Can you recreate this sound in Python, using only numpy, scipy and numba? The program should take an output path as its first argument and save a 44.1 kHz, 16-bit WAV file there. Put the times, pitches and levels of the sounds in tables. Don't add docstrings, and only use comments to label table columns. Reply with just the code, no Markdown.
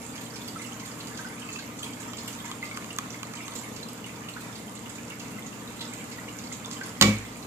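import sys
import numpy as np
from scipy import signal
from scipy.fft import rfft, irfft
from scipy.io import wavfile
from numba import njit

SR = 44100
rng = np.random.default_rng(int(sys.argv[2]) if len(sys.argv) > 2 else 0)


def generate_wav(sig):
    pcm = np.round(np.clip(np.atleast_2d(sig).T, -1, 1) * 32767).astype(np.int16)
    wavfile.write(sys.argv[1], SR, pcm)


N = 328986
TIME = np.arange(N) / SR


# (frequency [Hz], gain [dB])
FIZZ_EQ = [(300, -7.5), (750, -6), (1170, 2.5), (1600, -5), (2200, -4.5), (3000, -10), (4200, -15),
           (5500, -13.5), (7500, -10.5), (10000, -12), (15000, -15.5)]
# (time [s], bubbling gain [dB], fine spray gain [dB])
SURFACE_RIDES = [(0, -47.5, -41.5), (.6, -50.5, -46), (1.2, -49.5, -46), (1.8, -48, -50),
                 (2.4, -47.5, -46.5), (3, -49, -56.5), (3.6, -47, -42), (4, -51, -65), (4.4, -51.5, -47),
                 (5, -50.5, -52), (5.5, -51, -58), (6, -47.5, -44.5), (6.4, -51.5, -49), (6.9, -47, -45),
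                 (7.4, -51, -45.5)]

def surface():
    times, bubbling_db, spray_db = np.transpose(SURFACE_RIDES)
    gulps = walk(32)
    coarse = unit(colour(swarm(587.3, 4870, cycles=26.5, rise=0.17, spread_db=3.5), FIZZ_EQ))
    fine = unit(colour(swarm(3306, 14200, cycles=41, rise=0.2, spread_db=6.0), FIZZ_EQ))
    bubbling = coarse * amp(np.interp(TIME, times, bubbling_db) + gulps)
    spray = fine * amp(np.interp(TIME, times, spray_db) - 7.5 + 2.4 * gulps)
    return bubbling + spray


# (time [s], level [dB], pitch [Hz], upward bend [fraction of pitch])
PLINK_CUES = [(0.484, -34.5, 4440, .3), (0.558, -37.5, 1306, .1), (1.19, -36, 1550, 0.12),
              (1.247, -35, 1490, .1), (1.489, -34, 2560, 0.085), (1.558, -34, 2600, .05),
              (1.59, -38.5, 1570, 0.11), (1.831, -32, 3180, .2), (2.281, -38, 2770, .15),
              (2.626, -28.5, 2040, 0.069), (2.712, -33.5, 2210, 0.076), (2.905, -35, 2600, .5),
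              (3.104, -33.5, 5660, .15), (3.829, -34.5, 3900, .2), (4.042, -35, 2800, .15),
              (4.286, -35, 2700, .25), (4.363, -36.5, 1274, 1.4), (5.103, -36.5, 2620, .3),
              (5.12, -40.5, 2190, .1), (5.811, -40, 3300, .2), (6.286, -38, 2800, 0.13),
              (6.647, -35.5, 3450, .15), (6.811, -31, 1530, 0.14)]

def plinks(cycles=54, daughter_rise=0.14, daughter_db=-10, splash_db=-9):
    lesser = scatter(per_s=10, db=-42.5, spread_db=2.6, hz=3088, octaves=0.444)
    cues = PLINK_CUES + [(*row, 0.335) for row in lesser]
    rows, splashes, t = [], np.zeros(N), TIME[:SR // 16]
    broods = rng.random((300, 3, 2))
    noises = rng.standard_normal((len(broods), len(t)))
    for (s, db, hz, rise), daughters, noise in zip(cues, broods, noises):
        rows.append((s, amp(db), hz, cycles, rise))
        for late, detune in daughters:
            daughter_hz = hz * (0.81 + 0.5 * detune)
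            rows.append((s + 0.014 * late, amp(db + daughter_db), daughter_hz, cycles / 2, daughter_rise))
        add(splashes, s, amp(db + splash_db) * band(noise, hz, q=1.5) * fade(t, 0.028))
    return bubbles(np.array(rows, float)) + splashes


# (time [s], level [dB], main droplet pitch [Hz])
SPURT_CUES = [(0.208, -43, 12300), (0.474, -40, 12600), (0.616, -44.5, 7800), (0.855, -42.5, 11200),
              (1, -45.5, 4200), (1.17, -43.5, 5600), (1.585, -46, 4500), (1.825, -41, 11500),
              (1.998, -45.5, 7900), (2.181, -44, 4650), (2.274, -37, 12100), (2.636, -42, 12700),
              (2.76, -46, 11800), (3.551, -48.5, 7240), (4.55, -47, 4100), (4.95, -47, 7000),
              (5.805, -41, 3900), (6.521, -42, 7000), (6.724, -45, 7250), (6.83, -47, 5500)]
# (frequency [Hz], gain [dB])
SPRAY_EQ = [(500, -14), (1500, -2), (2800, 4), (4300, 1.5), (6000, -4.5), (8000, 0), (11000, -8),
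            (15000, -7)]

def spurts(relative_width=0.31, hiss_db=-1):
    out, t = np.zeros(N), TIME[:SR // 6]
    puff = unit(fade(t, 0.028) * attack(t, 0.0098) ** 2)
    foam = crackle(N + len(t), spread_db=2.54)
    lesser = scatter(per_s=5, db=-47, spread_db=1.5, hz=8100, octaves=0.43)
    for s, db, hz in SPURT_CUES + list(lesser):
        droplets = unit(foam[int(s * SR):][:len(t)])
        pitched = band(droplets, hz, q=1 / relative_width)
        add(out, s, amp(db) * unit(pitched + amp(hiss_db) * droplets) * puff)
    return colour(out, SPRAY_EQ)


# (time [s], level [dB])
SHOVE_CUES = [(7.0111, -11), (7.0309, -13.5), (7.0505, -11), (7.0781, -16)]
# (frequency [Hz], level [dB], t60 [s])
BOOM_MODES = [(54.6, -26, 1), (106.6, -15, 0.52), (171, -5.5, 0.1), (209.2, -3.5, 0.24),
              (314.4, -17.5, 0.3), (351, -14, 0.12), (457, -31, .17), (543, -13.5, 0.17)]

def pane(slosh_db=-11.5):
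    out, t = np.zeros(N), TIME[:SR // 2]
    boom = ring(BOOM_MODES)
    for s, db in SHOVE_CUES:
        slosh = unit(colour(rng.standard_normal(len(t)), CHURN_EQ)) * fade(t, 0.26)
        add(out, s, amp(db) * (boom + amp(slosh_db) * slosh) * attack(t, 0.003))
    return out


# (time [s], crack level [dB], ring level [dB], crack t60 [s])
CLACK_CUES = [(7.011, -15, -20, 0.0097), (7.0121, -6.5, -20.5, 0.018), (7.0222, -14.5, -30, 0.015),
              (7.0242, -9, -13.5, 0.022), (7.032, -29, -22, 0.024)]
# (frequency [Hz], level [dB], t60 [s])
GLASS_MODES = [(757, -15, 0.14), (835, -16, 0.088), (1107, -0.5, 0.12), (1176, -12, 0.21), (1590, -25, .08),
               (1870, -14, 0.11), (1938, -6.5, 0.1), (2260, -5.5, 0.25), (2283, -9, .24), (2650, -23, 0.21)]
# (frequency [Hz], gain [dB])
CRACK_EQ = [(150, -3), (600, 6), (1200, 8), (2300, 8.5), (4000, 10), (6000, 4.5), (8000, 4.5), (11000, -12),
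            (15000, 0)]

def lid():
    out, t = np.zeros(N), TIME[:SR // 2]
    glass = ring(GLASS_MODES)
    for s, crack_db, ring_db, t60 in CLACK_CUES:
        crack = colour(rng.standard_normal(len(t)) * fade(t, t60), CRACK_EQ)
        add(out, s, amp(crack_db) * crack + amp(ring_db) * glass)
    return out


# (frequency [Hz], gain [dB])
SPLASH_EQ = [(300, -5), (700, -3), (1100, -2), (1600, 0), (2300, 11), (3300, -6), (6000, -9), (10000, -31)]

def splash(level_db=-23):
    out, t = np.zeros(N), TIME[:SR // 2]
    patter = unit(colour(crackle(len(t), spread_db=4.1), SPLASH_EQ))
    add(out, SHOVE_CUES[0][0], amp(level_db) * patter * attack(t, 0.014) * fade(t, 0.45))
    return out


# (time [s], level [dB])
DRIP_CUES = [(1.5622, -30), (2.134, -28), (2.3690, -44), (2.5147, -25.5), (2.7729, -22.5), (2.844, -29.5),
             (2.9862, -14.5), (3.2312, -23), (3.3370, -29), (3.4812, -26.5), (3.834, -37)]
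# (frequency [Hz], level [dB], t60 [s])
HOLLOW_MODES = [(1100, -5.5, 0.029), (1250, -8, 0.039), (1480, -10.5, 0.0078), (2390, -15, 0.027),
                (3120, -9, 0.016)]

def drips():
    out, t = np.zeros(N), TIME[:SR // 2]
    hollow = ring(HOLLOW_MODES)
    for s, db in DRIP_CUES:
        tick = colour(rng.standard_normal(len(t)) * fade(t, 0.011), SPRAY_EQ)
        add(out, s, amp(db) * (amp(-3) * tick + amp(-4.5) * hollow))
    return out


def pops(count=340, base_db=-42, spread_db=4.0, cycles=7):
    when, pitch, chance = rng.random((count, 3)).T
    hz = 6000 + 9000 * pitch
    gain = amp(base_db - spread_db * np.log(chance + .02))
    return bubbles(np.column_stack([when * N / SR, gain, hz, np.full(count, cycles), np.zeros(count)]))


# (frequency [Hz], gain [dB])
CHURN_EQ = [(25, -30), (55, -18.5), (80, -11), (104, -5), (135, -9), (158, -1.5), (185, -7), (213, 3),
            (262, 0), (305, -7.5), (400, -12.5), (455, -5.5), (560, -15), (900, -17), (1600, -34)]

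def churn():
    return unit(colour(diffuse(N, split_hz=1120), CHURN_EQ)) * amp(-41.5 + walk(14))


def trickle():
    return unit(colour(diffuse(N), FIZZ_EQ)) * amp(-49.5 + 1.2 * walk(18))


# (frequency [Hz], level [dB])
HUM_PARTIALS = [(60, -66), (120, -49.5), (180, -53), (240, -54), (300, -52), (360, -65.5), (420, -66.5),
                (600, -63)]

def pump():
    load = amp(0.24 * walk(3.25))
    hum = sum(amp(db) * np.sin(2 * np.pi * (hz * TIME + rng.random())) for hz, db in HUM_PARTIALS)
    return load * np.sqrt(2) * hum


def room(x, t60=0.31):
    t = TIME[:SR // 3]
    tail = diffuse(len(t)) * fade(t, t60) * attack(t, 0.00039)
    return signal.oaconvolve(x[None], tail / np.sqrt(np.sum(tail ** 2) / 2), axes=1)[:, :N]


@njit
def bubbles(rows):
    out = np.zeros(N)
    for k in range(len(rows)):
        s, gain, hz, cycles, rise = rows[k]
        start, length = int(s * SR), cycles / hz * SR + 2
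        turn = 2 * np.pi * hz / SR
        decay, glide = np.exp(-np.log(1000.) / length), turn * rise / length
        swell, phase = 0., 0.
        for i in range(start, min(start + int(length), N)):
            swell += (2 * gain - swell) * min(12 / length, 1.)
            out[i] += swell * np.sin(phase)
            gain, phase, turn = gain * decay, phase + turn, turn + glide
    return out


def swarm(low_hz, high_hz, cycles, rise, spread_db, count=3000):
    when, pitch, chance = rng.random((count, 3)).T
    hz = low_hz * (high_hz / low_hz) ** pitch
    gain = amp(-spread_db * np.log(chance + .02)) * hz
    rows = np.column_stack([when * N / SR, gain, hz, np.full(count, cycles), np.full(count, rise)])
    return bubbles(rows)


def scatter(per_s, db, spread_db, hz, octaves):
    when, strength, pitch = rng.random((256, 3)).T
    times = (np.arange(len(when)) + when) / per_s
    levels = db + spread_db * np.sqrt(3) * (2 * strength - 1)
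    pitches = hz * 2 ** (octaves * np.sqrt(3) * (2 * pitch - 1))
    return np.column_stack([times, levels, pitches])[times < N / SR]


def crackle(count, spread_db):
    return unit(rng.standard_normal(count) * amp(spread_db * rng.exponential(size=count)))


def ring(modes):
    t = TIME[:SR // 2]
    return sum((-1) ** k * amp(db) * fade(t, t60) * np.sin(2 * np.pi * hz * t)
               for k, (hz, db, t60) in enumerate(modes))


def diffuse(count, split_hz=850):
    mid, side = rng.standard_normal((2, count))
    side = signal.sosfilt(signal.butter(1, split_hz, "high", fs=SR, output="sos"), side)
    return unit(np.array([mid + side, mid - side]))


def colour(x, points, size=4096):
    hz, db = np.transpose(points)
    grid = np.maximum(np.fft.rfftfreq(size, 1 / SR), 1)
    cepstrum = irfft(np.log(amp(np.interp(np.log(grid), np.log(hz), db))))
    cepstrum[1:size // 2] *= 2
    cepstrum[size // 2 + 1:] = 0
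    response = irfft(np.exp(rfft(cepstrum)))
    return signal.oaconvolve(np.atleast_2d(x), response[None], axes=1)[:, :x.shape[-1]].reshape(x.shape)


def band(x, hz, q):
    return unit(signal.lfilter(*signal.iirpeak(hz, q, fs=SR), x))


def walk(rate_hz):
    steps = rng.standard_normal(1024)
    return np.interp(TIME * rate_hz, np.arange(len(steps)), steps)


def attack(t, tau):
    return 1 - np.exp(-t / tau)


def fade(t, t60):
    return np.exp(-np.log(1000) * t / t60)


def amp(db):
    return np.exp(np.asarray(db) * np.log(10) / 20)


def unit(x):
    return x / np.sqrt(np.mean(x ** 2))


def add(track, s, sound):
    i = max(int(s * SR), 0)
    track[i:i + len(sound)] += sound[:max(N - i, 0)]


def scene(left_lag_samples=4):
    # (sound, direct gain [dB], room send [dB], left minus right [dB])
    channels = [(surface(), -7, -.5, 0), (plinks(), 0, -3, -1), (spurts(), -8, -7, 0),
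                (drips() + pops(), 1, -10, 0),
                (pane(), -.5, -13, 1), (lid(), -3.5, -8.5, -4), (splash(), -8, -2, 2)]
    out = pump() + churn() + trickle()
    for x, direct_db, room_db, pan_db in channels:
        left = np.pad(x, (left_lag_samples, 0))[:N] * amp(pan_db / 2)
        right = x * amp(-pan_db / 2)
        out += amp(direct_db) * np.array([left, right]) + amp(room_db) * room(x)
    return out


# (frequency [Hz], left gain [dB], right gain [dB])
PORT_EQ = [(108, -2.5, -1), (216, -1, -2.15), (670, 1.5, -1), (1530, 0.5, 3), (3580, 1, 3), (5680, -3, 4),
           (7210, -6.5, 11), (8400, -11, 3), (11300, -10.5, -1), (14500, -9, 1)]

def record(dry, ceiling=.85, top_hz=14750):
    hz, left_db, right_db = np.transpose(PORT_EQ)
    heard = np.array([colour(x, np.column_stack([hz, db])) for x, db in zip(dry, (left_db, right_db))])
    high_cut = signal.ellip(12, .1, 95, top_hz, fs=SR, output="sos")
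    return signal.sosfilt(high_cut, np.clip(heard, -ceiling, ceiling))


dry = scene()
out = record(dry)
generate_wav(out)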